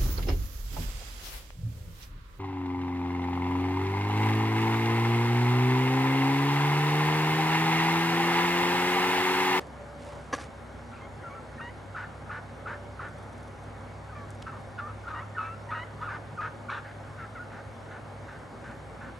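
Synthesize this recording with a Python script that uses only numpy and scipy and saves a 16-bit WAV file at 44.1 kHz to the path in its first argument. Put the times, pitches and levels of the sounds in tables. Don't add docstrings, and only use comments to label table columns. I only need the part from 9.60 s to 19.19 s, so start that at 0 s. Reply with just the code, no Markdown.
import sys
import numpy as np
from scipy import signal
from scipy.fft import rfft, irfft, next_fast_len
from scipy.io import wavfile
from scipy.ndimage import uniform_filter1d, map_coordinates

SR = 44100
rng = np.random.default_rng(int(sys.argv[2]) if len(sys.argv) > 2 else 0)


def to_wav(sig):
    pcm = np.clip(np.atleast_2d(sig), -1, 1) * 32767
    pcm = np.round(pcm).astype(np.int16)
    wavfile.write(sys.argv[1], SR, pcm.T)


N = 422919
TIME = np.arange(N) / SR


def amp(db):
    return 10 ** (np.asarray(db) / 20)


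def unit(x):
    return x / np.sqrt(np.mean(x ** 2) + 1e-20)


def along(points, hz):
    f, v = np.transpose(points)
    return np.interp(np.log(hz + 1), np.log(f + 1), v)


def wobble(rate, size=N):
    return map_coordinates(rng.standard_normal(int(N * rate / SR) + 4), [np.arange(size) * rate / SR])


def filtered(x, response):
    m = next_fast_len(x.shape[-1] + 8192)
    return irfft(rfft(x, m) * response(np.fft.rfftfreq(m, 1 / SR)), m)[..., :x.shape[-1]]


def resonances(modes):
    return lambda f: sum((-1) ** k * amp(db) * 1j * f * width / (hz * hz - f * f + 1j * f * width)
                         for k, (hz, width, db) in enumerate(modes))


def band(hz, width):
    return lambda f: resonances([(hz, width, 0)])(f) ** 2


def tone(hz, db):
    return np.sqrt(2) * amp(db) * np.sin(2 * np.pi * np.cumsum(hz) / SR)


def add(track, start, sound):
    part = track[round(start * SR):][:len(sound)]
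    part += sound[:len(part)]


def fade(t, length, rise, fall):
    return np.clip(np.minimum(t / rise, (length - t) / fall), 0, 1)


def clear_notes(hoarseness=0.11, pitch_shake=0.006):
    # t/s, length/s, first, middle and last f/Hz, level/dB ahead of the throat,
    # swell/dB from start to end, loss/dB from one partial to the next
    notes = [(1.317, 0.047, 1391, 1360, 1355, -51, 0, 12), (1.374, .036, 1092, 1130, 1100, -61, 0, 6),
             (1.408, 0.067, 1078, 1055, 1130, -52, -1.5, -0.5), (1.623, .014, 1900, 1890, 1880, -50, 0, 14),
             (1.633, .018, 1520, 1450, 1380, -46.5, 2, 14), (1.646, .047, 1376, 1360, 1346, -44.5, 2, 12),
             (1.695, .053, 1140, 1110, 1190, -48.5, -2, 5), (1.747, .05, 1366, 1353, 1350, -45, -1, 11.5),
             (1.978, .014, 1800, 1810, 1800, -44.5, 0, 14), (1.991, .0194, 1538, 1320, 1150, -40.5, 2, 8),
             (2.005, 0.019, 1550, 1516, 1490, -43.5, -1, 14),
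             (2.007, 0.078, 915.8, 945, 960, -43.5, -3, -0.5), (2.077, .028, 968, 990, 1030, -47, -2, -2),
             (2.346, 0.018, 1450, 1340, 1290, -40.5, -1, 12), (2.693, .019, 1540, 1307, 1120, -37, 4, 9),
             (3.057, 0.017, 1500, 1310, 1213, -37.5, -3, 10), (3.391, .02, 1567, 1235, 950, -39.5, 2, 12),
             (4.49, 0.0257, 1536, 1520, 1500, -52, 0, 14), (4.52, 0.022, 1270, 1255, 1260, -48, 0, 12.5),
             (4.548, 0.065, 597, 583.4, 580, -46.5, -2, 3), (4.606, 0.045, 577.3, 565, 567, -32, 3, 14),
             (4.864, 0.0203, 1350, 1300, 1340, -41, 1, 10), (4.887, .024, 1400, 1317, 1330, -42, -6.5, 8),
             (5.178, 0.0303, 1480, 1420, 1284, -38.5, 0, 10), (5.206, 0.074, 590, 591.5, 614.5, -30, 3, 12),
             (5.288, .03, 1290, 1300, 1285, -47, 0, 16), (5.434, 0.027, 1490, 1465, 1440, -52, 0, 14),
             (5.452, .024, 1278, 1280, 1290, -49, 0, 14), (5.468, 0.023, 1410, 1390, 1440, -37.5, 5, 14.5),
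             (5.493, .052, 1259, 1269, 1250, -41.5, -2, 15), (5.545, .059, 943, 937, 985, -43.5, 3, 1),
             (5.598, 0.027, 990, 1097, 1120, -46.5, -2, 3), (5.62, .028, 1270, 1320, 1406, -47, 2, 10),
             (5.748, .018, 1800, 1785, 1730, -44, 0, 14), (5.764, 0.03, 1550, 1450, 1460, -37, 5, 9),
             (5.776, .047, 1340, 1295, 1296, -33, -1, 11), (5.81, .14, 1282, 1313, 1369, -42.5, -2, 3.5),
             (5.83, 0.066, 1155, 1153, 1170, -55, 0, -2.5), (6.088, .023, 950, 956, 950, -35.5, 5, 6.5),
             (6.109, 0.02, 1190, 1155, 1140, -52, -1, -3.5), (6.113, 0.031, 1275, 1257, 1300, -33.5, 2, 10),
             (6.146, 0.048, 965, 935.7, 960, -40, -1, 0.5), (6.188, .054, 984, 973, 1050, -42.5, -4, -2),
             (6.15, 0.06, 1312, 1259, 1290, -44, -6, 7), (6.243, 0.02, 1390, 1350, 1340, -48, -1, 17),
             (6.384, .016, 1000, 1180, 1400, -49, 0, 14), (6.403, 0.03, 945, 964, 970, -37.5, 0, 15),
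             (6.42, .02, 1290, 1258, 1290, -36.5, 0, 15), (6.438, 0.035, 1416, 1424, 1414, -43, 2.5, 16),
             (6.47, 0.0245, 1420, 1258, 1065, -37.5, 0, 10), (6.774, 0.02, 1547, 1361, 1260, -41.5, -1, 14),
             (6.785, .028, 1251, 1230, 1250, -34, -3, 13), (6.828, .035, 1254, 1263, 1290, -39.5, 0, 12),
             (7.083, .013, 1420, 1420, 1340, -38, 5, 14), (7.091, 0.0144, 1200, 1127, 1120, -34.5, 0, 4),
             (7.582, 0.071, 1500, 1330, 1350, -45, 4, 15), (7.649, 0.0192, 1555, 1623, 1700, -50.5, 0, 14),
             (7.75, .04, 774, 667, 640, -39, 0, 5.5), (7.79, .045, 1417, 1448, 1445, -43.5, -2, 16)]
    # f/Hz, gain/dB
    throat = [(590, -39), (950, -6), (1200, 1), (1500, 1), (1900, -2.5), (2300, -4), (2800, -13.5),
              (3800, -25.5), (5200, -56)]
    out = np.zeros(N)
    shake, flutter = wobble(70), wobble(110)
    grit = [wobble(500) for _ in range(4)]
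    for start, length, first_hz, middle_hz, last_hz, db, swell_db, loss_db in notes:
        t = np.arange(round(length * SR)) / SR
        progress = t / length
        span = slice(round(start * SR), round(start * SR) + len(t))
        hz = np.polyval(np.polyfit([0, .5, 1], [first_hz, middle_hz, last_hz], 2), progress)
        phase = 2 * np.pi * np.cumsum(hz * (1 + pitch_shake * shake[span])) / SR
        voice = np.zeros(len(t))
        for k in range(1, 5):
            gain = amp(along(throat, k * hz) - loss_db * (k - 1))
            voice += gain * (1 + hoarseness * k * grit[k - 1][span]) * np.sin(k * phase)
        level = amp(db + swell_db * (progress - .5) + 1.1 * flutter[span])
        add(out, start, np.sqrt(2) * voice * level * fade(t, length, rise=0.0045, fall=0.0036))
    return out


def rasps(pulse_hz=298, jitter=0.08, scatter_db=2.5, decay_db_per_s=28):
    # t/s, length/s, throat f/Hz, level/dB, brightness/dB, roughness (0-1)
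    yelps = [(1.329, 0.1, 2500, -57.5, -16, 0.9), (2.359, 0.11, 1490, -38, -23.5, 0.68),
             (2.708, 0.098, 1490, -38, -20.5, 0.35), (3.069, 0.1, 1490, -37.5, -24, 0.47),
             (3.403, 0.1, 1429, -40, -31, 0.39), (4.865, 0.045, 1386, -42, -18, 0.6),
             (4.916, 0.086, 1190, -46.5, -23, 0.54), (5.181, 0.052, 1430, -42.5, -11, 0.61),
             (5.274, 0.058, 1180, -46.5, -37, 0.63), (5.477, 0.065, 1350, -40, -13, 0.63),
             (5.535, 0.091, 1140, -39.5, -26, 0.71), (5.78, 0.12, 1290, -39.5, -17, 0.79),
             (6.104, 0.1044, 1460, -38.5, -12, 0.6), (6.411, 0.083, 1340, -40.5, -10, 0.61),
             (6.488, 0.1, 1471, -37, -25, 0.43), (6.805, 0.096, 1420, -35.5, -29, 0.64),
             (7.098, 0.11, 1410, -34.5, -6.5, 0.8), (7.242, 0.1, 1607, -48, -32, 0.83),
             (7.585, 0.088, 1730, -48.5, -26.5, 0.7), (7.916, 0.11, 1530, -46, -18, 0.53),
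             (8.307, 0.1, 1540, -46, -14, 0.56), (8.681, 0.11, 1550, -47, -13.5, 0.66),
             (9.039, 0.11, 1560, -47.5, -11.5, 0.6), (9.406, 0.11, 1522, -46, -13, 0.55)]
    # f/Hz, width/Hz, gain/dB
    side_modes = [(900, 340, -10.5), (1810, 130, -12.5)]
    # f/Hz, width/Hz, gain/dB
    upper_modes = [(2230, 570, -13), (2880, 510, -17), (3410, 212, -10.5), (4110, 360, -24),
                   (5200, 900, -32)]
    out, t = np.zeros(N), np.arange(SR // 5) / SR
    flare_db = 7 * np.exp(-t / 0.02)
    flanks = lambda f: sum(amp(db) * band(hz, width)(f) for hz, width, db in side_modes)
    for start, length, throat_hz, db, bright_db, rough in yelps:
        cycle = np.cumsum(pulse_hz * (1 + jitter * rough * wobble(110, len(t)))) / SR
        pulse_size = amp(scatter_db * rough * wobble(204, len(t)))
        pulses = unit(np.diff(np.floor(cycle), prepend=0) * pulse_size)
        breath = unit(rng.standard_normal(len(t)) * np.exp(-0.6 * (cycle % 1)))
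        source = np.sqrt(1 - rough) * pulses + np.sqrt(rough) * breath
        body = filtered(source, lambda f: band(throat_hz, width=584)(f) - flanks(f))
        upper = filtered(source, resonances(upper_modes)) * amp(bright_db + flare_db)
        envelope = amp(db - decay_db_per_s * t) * fade(t, length, rise=0.00306, fall=0.027)
        add(out, start, unit(body + upper) * envelope)
    return out


def echoes(calls):
    # f/Hz, t60/s
    decay = [(500, 0.28), (1500, 0.52), (5000, 0.15)]
    hz, t, spectrum = signal.stft(rng.standard_normal((2, SR // 2)), SR, nperseg=256)
    tail = signal.istft(spectrum * amp(-60 * t / along(decay, hz)[:, None]), SR, nperseg=256)[1]
    return signal.fftconvolve(calls[None], tail / np.linalg.norm(tail[0]), axes=1)[:, :N]


def knock():
    # t/s, relative level/dB
    blows = [(0.7276, -23.5), (0.7302, -18.5), (0.7343, -19), (0.7378, -16), (0.742, -20.5),
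             (0.7483, -24.5), (0.78, -31), (0.786, -28), (0.799, -31), (0.812, -31), (0.828, -40)]
    # f/Hz, relative level/dB, t60/s
    modes = [(200, -29, 0.022), (315, 2.5, 0.016), (565, -1, 0.025), (770, 2, 0.017), (1160, 0, 0.041),
             (1664, 3, 0.018), (2810, -12, 0.03), (3330, -16, 0.021), (4630, -14.5, 0.029),
             (5880, -9, 0.018), (7900, -38.5, .015)]
    out, t = np.zeros(N), np.arange(SR // 10) / SR
    attack = 1 - np.exp(-t / 0.00016)
    for start, db in blows:
        ring = np.zeros(len(t))
        for hz, mode_db, t60 in modes:
            envelope = amp(mode_db + rng.normal(0, 1.9) - 60 * t / t60)
            ring += envelope * np.sin(2 * np.pi * hz * rng.normal(1, 0.038) * t)
        crack = 0.098 * amp(-60 * t / 0.0041) * rng.standard_normal(len(t))
        add(out, start, amp(db - 8.5) * (ring * attack + crack))
    return out


def ticks():
    # t/s, peak level/dB, centre f/Hz, width/Hz
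    snaps = [(.0703, -44, 6500, 6000), (.449, -47, 7500, 8000), (.8165, -45, 7000, 6000),
             (4.209, -51, 6500, 3000), (4.7058, -35, 7500, 4000), (4.7141, -47, 6500, 3000),
             (4.7505, -47, 8400, 4000), (4.8223, -35, 2600, 3800), (4.8255, -31, 2500, 3800),
             (8.79, -54, 7500, 3000)]
    out, t = np.zeros(N), np.arange(SR // 10) / SR
    for start, db, hz, width in snaps:
        trail = 0.08 * amp(-60 * t / 0.0128) * rng.standard_normal(len(t))
        tick = filtered((t == 0) + trail, band(hz, width))
        add(out, start, amp(db) * tick / np.abs(tick).max())
    return out


def rustle():
    # t/s, length/s, level/dB
    strokes = [(0, 0.038, -53.5), (0.38, 0.37, -56), (0.724, 0.074, -43), (0.789, 0.095, -47),
               (9.05, .22, -67)]
    # f/Hz, relative density/dB
    friction = [(300, 0), (1500, 7.5), (4000, -1), (9000, -5.5), (12000, -16), (13000, -24)]
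    grains = rng.standard_normal(N) * amp(2.8 * wobble(300))
    rub = unit(filtered(grains, lambda f: amp(along(friction, f))))
    return rub * sum(amp(db) * fade(TIME - start, length, rise=0.096 * length, fall=0.67 * length)
                     for start, length, db in strokes)


def zoom_motor(db=-62.5):
    steps = [3.489, 3.587, 3.632, 3.73, 3.782, 3.833, 3.88, 4.04]
    # f/Hz, width/Hz, gain/dB
    gears = [(3390, 210, 1), (5900, 320, -2.5), (9360, 2200, -9.5)]
    out, t = np.zeros(N), np.arange(SR // 10) / SR
    envelope = amp(db) * fade(t, 0.021, rise=0.0055, fall=0.0126)
    for step in steps:
        whirr = unit(filtered(rng.standard_normal(len(t)), resonances(gears)))
        add(out, step - 0.008, whirr * envelope)
    return out


def whine():
    # f/Hz, level/dB
    harmonics = [(2185.5, -68.5), (4371, -81), (6557, -83.5)]
    return sum(np.sqrt(2) * amp(db) * np.sin(2 * np.pi * hz * TIME) for hz, db in harmonics)


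def machine_drone():
    # t/s, high f/Hz, high level/dB, low f/Hz, low level/dB
    course = [(0, 98.1, -57.5, 67, -51.5), (2, 99.3, -51, 65.1, -55), (4.2, 101.1, -46.5, 63.8, -50.5),
              (5.4, 102, -45.5, 64.5, -53.5), (6.5, 104.4, -46.5, 62.9, -55.5), (8, 102.6, -50, 61, -62),
              (9.59, 100.1, -51.5, 62, -53)]
    # f/Hz, width/Hz, level/dB
    hum_bands = [(146.3, 25, -55.5), (238.4, 4.05, -60.5), (552, 77, -57.5), (812.5, 72.7, -59)]
    times, *columns = np.transpose(course)
    high_hz, high_db, low_hz, low_db = [np.interp(TIME, times, column) for column in columns]
    high = tone(high_hz + 0.5 * wobble(6), high_db + 1.1 * wobble(5.5))
    low = tone(low_hz + 1.67 * wobble(7.9), low_db + 1.6 * wobble(5))
    hums = sum(amp(db) * unit(filtered(rng.standard_normal(N), band(hz, width)))
               for hz, width, db in hum_bands)
    return high + low + hums


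def far_moan():
    # t/s, length/s, f/Hz, level/dB
    moans = [(.145, .49, 578, -50), (3.12, .23, 580, -52), (3.455, .12, 577, -54)]
    return sum(tone(hz + 4 * wobble(14), db + 1.2 * wobble(27.1))
               * fade(TIME - start, length, rise=0.011, fall=0.017) for start, length, hz, db in moans)


def traffic_and_hiss(db=-45, patchy_db=1.08):
    # f/Hz, relative density/dB
    density = [(18, -39), (36, -30), (52, -9), (108, -4), (175, -11.5), (232, -7.5), (324, -11.5),
               (584, -10), (1470, -16), (2040, -22.5), (2260, -25), (2570, -29), (8570, -38.5),
               (11400, -44), (13600, -44)]
    # f/Hz, correlation (0-1)
    likeness = [(60, 0.88), (120, 0.82), (230, 0.71), (450, 0.691), (890, 0.62), (1740, 0.61),
                (3000, 0.226), (4000, 0.16)]
    spectrum = signal.stft(rng.standard_normal((2, N)), nperseg=512)[2]
    patches = uniform_filter1d(rng.standard_normal(spectrum.shape[1:]), 6, axis=0)
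    patches = uniform_filter1d(patches, 14, axis=1)
    noise = signal.istft(spectrum * amp(patchy_db * unit(patches)), nperseg=512)[1][:, :N]
    spread = lambda f: np.arccos(along(likeness, f)) / 2
    mid, side = filtered(noise, lambda f: amp(along(density, f)) * [np.cos(spread(f)), np.sin(spread(f))])
    return amp(db) * unit(np.array([mid + side, mid - side]))


def scene(air_cutoff_hz=5800, bass_cutoff_hz=190):
    birds = filtered(clear_notes() + rasps(), lambda f: 1 / np.sqrt(1 + (f / air_cutoff_hz) ** 8))
    field = birds + amp(-16) * echoes(birds) + traffic_and_hiss()
    drone = (machine_drone() + far_moan()) * amp([[-.3], [.3]])
    camera = knock() + ticks() + zoom_motor() + rustle() + whine()
    close_sounds = filtered(camera, lambda f: (1j * f / (bass_cutoff_hz + 1j * f)) ** 2)
    return field + drone + close_sounds


def record(dry):
    # f/Hz, gain/dB
    treble_fade = [(11300, 0), (12300, -11.5), (13600, -18)]
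    mono_hz, top_hz = 3980, 13738
    mid = filtered(dry.mean(axis=0), lambda f: amp(along(treble_fade, f)) * (f < top_hz))
    side = filtered((dry[0] - dry[1]) / 2, lambda f: f < mono_hz)
    return np.array([mid + side, mid - side])


dry = scene()
out = record(dry)
to_wav(out)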